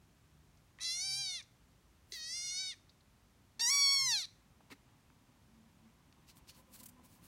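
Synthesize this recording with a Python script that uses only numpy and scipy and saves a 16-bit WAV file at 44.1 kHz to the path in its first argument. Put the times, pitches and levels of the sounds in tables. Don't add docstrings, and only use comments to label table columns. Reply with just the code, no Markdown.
import sys
import numpy as np
from scipy import signal
from scipy.fft import rfft, irfft, next_fast_len
from scipy.io import wavfile
from scipy.ndimage import uniform_filter1d

SR = 44100
rng = np.random.default_rng(int(sys.argv[2]) if len(sys.argv) > 2 else 0)


def int16_out(signal):
    q = np.round(np.clip(np.atleast_2d(signal).T, -1, 1) * 32767)
    wavfile.write(sys.argv[1], SR, q.astype(np.int16))


N = 320607
TIME = np.arange(N) / SR
CEILING_HZ = 15950

# time in seconds, pitch in Hz.
PITCH_1 = [(0.8, 600), (0.808, 649), (0.824, 680), (0.838, 640), (0.852, 680.5), (0.896, 673.6),
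           (0.988, 720.6), (1.056, 777), (1.12, 769.8), (1.204, 801.3), (1.344, 710), (1.376, 680),
           (1.418, 551)]
PITCH_2 = [(2.135, 665.5), (2.141, 694), (2.175, 629.4), (2.233, 628.7), (2.285, 649), (2.371, 709),
           (2.407, 702), (2.455, 727.5), (2.479, 704.5), (2.583, 742.4), (2.607, 765), (2.695, 737),
           (2.713, 712), (2.735, 607), (2.738, 600)]
PITCH_3 = [(3.597, 879), (3.603, 865), (3.623, 948), (3.649, 928), (3.665, 953), (3.693, 1012),
           (3.703, 1107), (3.713, 1114), (3.741, 1134), (3.855, 1119), (3.875, 1104), (3.935, 1116),
           (4.029, 1072), (4.065, 1035), (4.113, 926), (4.217, 695), (4.235, 633), (4.245, 586),
           (4.255, 568)]
# time in seconds, level in dB, the treble's share in dB.
DYNAMICS_1 = [(0.795, -62, -18), (0.813, -45, -2), (0.853, -37, -6.5), (0.973, -41, -1.5),
              (1.109, -37.5, -3.5), (1.361, -42, -6), (1.409, -51.5, -7.5), (1.42, -69, -19)]
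DYNAMICS_2 = [(2.119, -49, -5), (2.123, -44, -6), (2.183, -48.5, -10), (2.313, -42.5, -3),
              (2.519, -41.5, -1.5), (2.607, -40, -5.5), (2.711, -44.5, -7), (2.739, -56.5, -9),
              (2.746, -63, 0)]
DYNAMICS_3 = [(3.593, -40, -6.5), (3.613, -34, -3.5), (3.685, -30.5, 0), (3.843, -28.5, -4.5),
              (3.977, -30, -5.5), (4.043, -35, -2.5), (4.113, -32.5, -2.5), (4.137, -31, -12),
              (4.217, -39.5, -5), (4.247, -45.5, -14), (4.258, -47.5, 0)]
# frequency in Hz, gain in dB.
THROAT_1 = [(600, -30), (800, -12.5), (1450, -18.5), (2100, 1), (3200, -9), (4400, -12), (5100, 0),
            (6000, -2.5), (7600, -18.5), (9400, -7.5), (11000, -22), (14000, -37), (16000, -42)]
THROAT_2 = [(600, -22.5), (780, -20.5), (1350, -19), (2000, 6.5), (3200, -21), (4400, -22.5), (5200, -4),
            (6100, 3), (7500, -15), (9200, -11), (10500, -27), (12200, -29), (16000, -48)]
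THROAT_3 = [(600, -35), (750, -21.5), (1050, -16), (1450, -17.5), (2200, -6.5), (3300, -13.5), (4400, -9),
            (5000, -4.5), (5800, -2.5), (6900, -15), (7900, -13), (8800, -21), (10000, -20), (11500, -21.5),
            (13400, -36), (16000, -37.5)]
# centre in Hz, half-width in Hz, gain in dB.
NOSE_NOTCHES = [(2972, 169, -14.5), (5016, 170, -16)]
# low edge in Hz, high edge in Hz.
FORMANT_BANDS = [(450, 2800), (2800, 5100), (5100, 7300), (7300, 20000)]
# peak time in seconds, half-length in seconds, roughness from 0 to 1.
CRACKS = [(0.834, .012, 0.73), (2.137, 0.01, 0.6), (3.703, 0.0048, 0.36), (3.74, 0.012, .1)]
# peak time and half-length in seconds, centre in Hz, dB against the voice.
RASPS = [(.862, 0.029, 4300, -13), (1.17, .09, 4350, -17.5), (2.465, .017, 8800, -18),
         (2.69, 0.042, 8840, -16), (3.68, .02, 6700, -17.5), (3.771, .05, 6200, -24.5),
         (4.115, 0.015, 6300, -14.5), (4.17, .07, 9800, -20.5)]
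# start in seconds, level in dB, centre in Hz.
LIP_SMACKS = [(.572, -68, 5500), (.81, -62.5, 1210), (1.425, -54.5, 5680), (2.894, -58.5, 4200),
              (3.006, -68.5, 4130)]
DRY_CLICKS = [(0.787, -48, 1720), (4.606, -59, 1000), (4.703, -49, 1600), (5.101, -62, 1600),
              (6.126, -55.5, 3530), (6.37, -51.5, 5960), (6.992, -60, 563)]
# peak time in seconds, level in dB, half-length in seconds.
PAD_RUBS = [(4.722, -58.5, 0.015), (6.297, -59.5, 0.02), (6.496, -55, 0.017), (6.55, -68, 0.021)]
CLAW_SCRATCHES = [(2.16, -57.5, 0.047), (6.376, -63.5, .016), (6.586, -64.5, .026), (6.749, -56.5, 0.016),
                  (6.776, -63.5, 0.062), (6.803, -57, .011), (7.054, -63, 0.016), (7.134, -66.5, 0.051),
                  (7.255, -61.5, 0.029)]
# peak time in seconds, level in dB.
CLAW_SNAGS = [(6.835, -51), (6.861, -48.5), (6.889, -53.5)]
# frequency in Hz, relative level in dB.
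BREATH_EQ = [(500, -17), (1700, -6), (2700, -21.5), (4200, -1.5), (5000, -7.5), (6500, 4.5), (8000, 6),
             (12000, 8), (16000, -2)]
PAD_EQ = [(530, -54), (900, -9), (1370, -10), (2850, 3), (3400, -2.5), (4260, 7), (4850, 3), (15000, -12.5)]
CLAW_EQ = [(710, -11), (1200, -8.5), (2830, -6.5), (3320, -5), (3700, -7), (8630, 2.5), (13600, 1.5),
           (16000, 2.5)]
THUMP_EQ = [(59, -48.5), (100, -16), (313, 0), (732, -20.5), (1280, -13), (1660, -18), (2060, -8),
            (2850, -17), (3080, -24), (4000, -20), (5200, -49), (8800, -120)]
LAP_EQ = [(18, -29.5), (30, -15), (59, -12), (148, -3), (245, -3), (463, -26), (520, -23), (1020, -14),
          (1260, -23), (3000, -27), (3900, -30.5), (6600, -120)]
ROOM_TONE_EQ = [(15, -54), (25, -18.5), (53, 0.5), (137, -4), (217, -9), (285, -11.5), (489, -19.5),
                (545, -18.5), (1290, -20.5), (1400, -22), (1700, -23), (4740, -28), (6050, -28),
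                (13200, -35), (16000, -37)]
# frequency in Hz, level in dB.
SCRAMBLE_RINGS = [(362, -81.5), (524, -79.5), (1010, -78)]
# peak time and half-length in seconds, pitch in Hz, level in dB.
HUMS = [(0.346, 0.31, 150, -68.5), (1.16, 0.097, 133, -58), (2.13, 0.0052, 386, -55.5),
        (3.601, 0.0057, 421, -60.5), (3.637, .1, 228, -69), (4.066, 0.095, 137, -58),
        (5.618, 0.12, 224.5, -64.5), (5.857, 0.043, 224, -60), (6.912, 0.14, 246.4, -63)]
# frequency in Hz, seconds to fall by 60 dB.
ROOM_DECAY = [(200, 0.374), (2000, 0.59), (4500, 0.4), (9000, 0.5), (16000, 0.14)]


def mew(pitch, dynamics, throat, widest_s, shut_hz, open_hz, mouth_db, mouth_width_hz,
        low_db, low_db_per_octave, top_db, breath_db, jitter, quiver):
    t = np.arange(dynamics[0][0], dynamics[-1][0], 1 / SR)
    times, *curves = np.transpose(dynamics)
    level, treble = (np.interp(t, times, curve) for curve in curves)
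    rough = roughness(t)
    jaw = np.sin(np.pi / 2 * np.interp(t, [t[0], widest_s, t[-1]], [.2, 1, 0]))
    hz = uniform_filter1d(np.interp(t, *np.transpose(pitch)), size=450)
    formant_db = vowel(level, treble, hz, jaw, low_db, low_db_per_octave, top_db)
    hz = hz * (1 + quiver * wander(len(t), 45) + (jitter + .05 * rough) * wander(len(t), 380))
    cycles = np.cumsum(hz) / SR
    pulses = vocal_folds(hz, cycles, rough) * np.sqrt(1 - rough)
    air = breath(cycles) * (gain_of(breath_db) + rough)
    voice = throat_and_nose(pulses + air, throat)
    mouth_hz = shut_hz + (open_hz - shut_hz) * jaw
    voice = voice + gain_of(mouth_db) * resonate(voice, mouth_hz, mouth_width_hz)
    voice = sum(gain_of(db) * levelled(band(voice, *edges))
                for db, edges in zip(formant_db, FORMANT_BANDS))
    voice = voice + gain_of(level) * rasps(t, cycles)
    return t[0], voice * signal.windows.tukey(len(t), .012)


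def vocal_folds(hz, cycles, rough):
    buzz = sum(gain_of(.18 * k * wander(len(hz), 29.2)) * np.cos(2 * np.pi * k * cycles)
               * (k * hz < CEILING_HZ) for k in range(1, 27))
    alternation = 1 + (.015 + .37 * rough) * np.cos(np.pi * cycles)
    creak = 1 + rough * np.tanh(wander(len(hz), 500))
    return unit_rms(buzz) * alternation * creak


def roughness(t):
    patches = [(t[0] + .01, .006, .97), (t[-1] - .01, .011, .38), *CRACKS]
    return np.clip(sum(amount * swell(t, s, half, half) for s, half, amount in patches), 0, 1)


def breath(cycles):
    puffs = .26 + np.exp(-(cycles % 1) / .34)
    return unit_rms(puffs * noise(BREATH_EQ, len(cycles))) * gain_of(3.8 * wander(len(cycles), 60))


def throat_and_nose(x, throat, size=4096):
    hz = abs(np.fft.fftfreq(size, 1 / SR))
    notches = sum(db / (1 + ((hz - centre) / half) ** 2) for centre, half, db in NOSE_NOTCHES)
    log_gain = np.log(gain_of(curve_at(throat, hz) + notches))
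    ring = np.fft.ifft(np.exp(signal.hilbert(log_gain))).real
    minimum_phase = np.roll(ring[::-1], 1)[:size // 2]
    return signal.fftconvolve(x, minimum_phase)[:len(x)]


def vowel(level, treble, hz, jaw, low_db, low_db_per_octave, top_db):
    low = low_db + .17 * (level - level.max()) + low_db_per_octave * np.log2(hz / hz.max())
    spare_power = np.maximum(1 - gain_of(treble) ** 2 - gain_of(low - level) ** 2, .08)
    mouth = level + 10 * np.log10(spare_power)
    tilt = top_db - .5 * (1 - jaw)
    bright = level + treble - 10 * np.log10(1 + gain_of(tilt) ** 2)
    top = level + treble + tilt
    return [db + 1.05 * wander(len(db), hz=14) for db in (low, mouth, bright, top)]


def rasps(t, cycles, width_hz=1230):
    throb = 1 + .598 * np.cos(2 * np.pi * cycles)
    air = rng.standard_normal(len(t)) * throb * gain_of(2.5 * wander(len(t), 70))
    return sum(gain_of(db) * swell(t, s, half, half)
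               * unit_rms(band(air, hz - width_hz / 2, hz + width_hz / 2))
               for s, half, hz, db in RASPS if t[0] < s < t[-1])


def clicks(events, width_share, decay_cycles):
    track, t = np.zeros(N), TIME[:SR // 10]
    for s, db, hz in events:
        width = width_share * hz
        edges = np.clip([hz - width / 2, hz + width / 2], 50, SR / 2 - 1)
        burst = rng.choice([-1., 1.], len(t)) * np.exp(-t * hz / decay_cycles)
        click = signal.sosfilt(signal.butter(2, edges, "band", fs=SR, output="sos"), burst)
        add(track, s, gain_of(db) * np.sqrt(SR / (2 * width)) * click)
    return track


def cloth_strokes(grain_db=2.0):
    pad, claw = noise(PAD_EQ), noise(CLAW_EQ)
    rubs, scratches = (sum(gain_of(db) * swell(TIME, s, half, half) for s, db, half in rows)
                       for rows in (PAD_RUBS, CLAW_SCRATCHES))
    snags = sum(gain_of(db) * swell(TIME, s, rise=.0036, fall=.01) for s, db in CLAW_SNAGS)
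    strokes = sum(envelope * (np.sqrt(1 - claw_share) * pad + np.sqrt(claw_share) * claw)
                  for envelope, claw_share in ((rubs, .17), (scratches, .88), (snags, 1)))
    return strokes * unit_rms(gain_of(grain_db * wander(N, 900)))


def paw_thump(ring_hz=285, decay_s=.01):
    thump = gain_of(-51.5) * levelled(noise(THUMP_EQ)) * swell(TIME, 4.724, rise=.014, fall=.013)
    t = TIME[:SR // 10]
    add(thump, 4.726, -gain_of(-52) * np.sin(2 * np.pi * ring_hz * t) * np.exp(-t / decay_s))
    return thump


def lap_rustle(restless_s=4.38, still_db=-81.5, restless_db=-74.5, db_per_s=2.5):
    db = np.where(TIME < restless_s, still_db, restless_db + db_per_s * (TIME - restless_s))
    return noise(LAP_EQ) * gain_of(uniform_filter1d(db, size=8000) + 1.67 * wander(N, 13))


def scramble_rings(width_hz=45):
    rings = sum(gain_of(db) * unit_rms(wander(N, width_hz / 2) * np.sin(2 * np.pi * hz * TIME))
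                for hz, db in SCRAMBLE_RINGS)
    return rings * swell(TIME, 6.67, rise=.33, fall=.7)


def room_reverb(x, near_db=-21, near_decay_s=.019, tail_db=-24):
    t = TIME[:SR // 2]
    bounces = rng.choice([-1., 1.], len(t)) * (rng.random(len(t)) < 3000 / SR) * (t > .0012)
    near = bounces * np.exp(-t / near_decay_s)
    hz, s, spectra = signal.stft(bounces * (t > .008), SR, nperseg=256)
    fade = gain_of(-60 * s / curve_at(ROOM_DECAY, hz)[:, None])
    tail = signal.istft(spectra * fade, SR, nperseg=256)[1][:len(t)]
    echoes = sum(gain_of(db) * part / np.linalg.norm(part)
                 for db, part in ((near_db, near), (tail_db, tail)))
    return x + signal.fftconvolve(x, echoes)[:N]


def room_tone(air_db=-67.5):
    hums = sum(gain_of(db) * swell(TIME, s, half, half) * np.sin(2 * np.pi * hz * TIME)
               for s, half, hz, db in HUMS)
    return gain_of(air_db) * noise(ROOM_TONE_EQ) + hums


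def gain_of(db):
    return 10 ** (np.asarray(db) / 20)


def unit_rms(x):
    return x / np.sqrt(np.mean(x ** 2) + 1e-20)


def levelled(x):
    return x / np.sqrt(abs(uniform_filter1d(x ** 2, size=700)) + 1e-14)


def curve_at(points, hz):
    knots_hz, values = np.transpose(points)
    return np.interp(np.log(hz + 1), np.log(knots_hz), values)


def add(mix, s, sound):
    part = mix[round(s * SR):][:len(sound)]
    part += sound[:len(part)]


def noise(eq, size=N):
    n = next_fast_len(size, True)
    colour = gain_of(curve_at(eq, np.fft.rfftfreq(n, 1 / SR)))
    return unit_rms(irfft(rfft(rng.standard_normal(n)) * colour, n)[:size])


def wander(size, hz):
    n = next_fast_len(size, True)
    rolloff = 1 + (np.fft.rfftfreq(n, 1 / SR) / hz) ** 4
    return unit_rms(irfft(rfft(rng.standard_normal(n)) / rolloff, n)[:size])


def swell(t, s, rise, fall):
    return np.exp(-((t - s) / np.where(t < s, rise, fall)) ** 2)


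def resonate(x, hz, width_hz):
    carrier = np.exp(2j * np.pi * np.cumsum(hz) / SR)
    pole = np.exp(-np.pi * width_hz / SR)
    return 2 * (carrier * signal.lfilter([1 - pole], [1, -pole], x / carrier + 1e-18)).real


def band(x, low_hz, high_hz):
    n = next_fast_len(2 * len(x), True)
    hz = np.fft.rfftfreq(n, 1 / SR) + 1
    return irfft(rfft(x, n) / (1 + (low_hz / hz) ** 40) / (1 + (hz / high_hz) ** 40), n)[:len(x)]


def scene():
    kitten = np.zeros(N)
    add(kitten, *mew(PITCH_1, DYNAMICS_1, THROAT_1, widest_s=1.09, shut_hz=3580, open_hz=4540,
                     mouth_db=11, mouth_width_hz=410, low_db=-53.5, low_db_per_octave=1, top_db=-8,
                     breath_db=-18, jitter=.0031, quiver=.0017))
    add(kitten, *mew(PITCH_2, DYNAMICS_2, THROAT_2, widest_s=2.34, shut_hz=3540, open_hz=4930,
                     mouth_db=12.5, mouth_width_hz=730, low_db=-54, low_db_per_octave=5.5, top_db=-10,
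                     breath_db=-23, jitter=.0038, quiver=.002))
    add(kitten, *mew(PITCH_3, DYNAMICS_3, THROAT_3, widest_s=3.68, shut_hz=3850, open_hz=4650,
                     mouth_db=5, mouth_width_hz=580, low_db=-40, low_db_per_octave=19, top_db=-10.5,
                     breath_db=-21, jitter=.0022, quiver=.001))
    smacks = clicks(LIP_SMACKS, width_share=.32, decay_cycles=26)
    dry_clicks = clicks(DRY_CLICKS, width_share=.9, decay_cycles=4.3)
    foreground = room_reverb(kitten + smacks + dry_clicks + cloth_strokes() + paw_thump())
    mono = foreground + scramble_rings() + lap_rustle() + room_tone()
    return np.array([mono, mono])


def record(dry):
    dry = signal.sosfilt(signal.butter(4, 31, "high", fs=SR, output="sos"), dry)
    lowpass = signal.firwin(511, CEILING_HZ, window=("kaiser", 9), fs=SR)
    return signal.oaconvolve(dry, lowpass[None], "same")


dry = scene()
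out = record(dry)
int16_out(out)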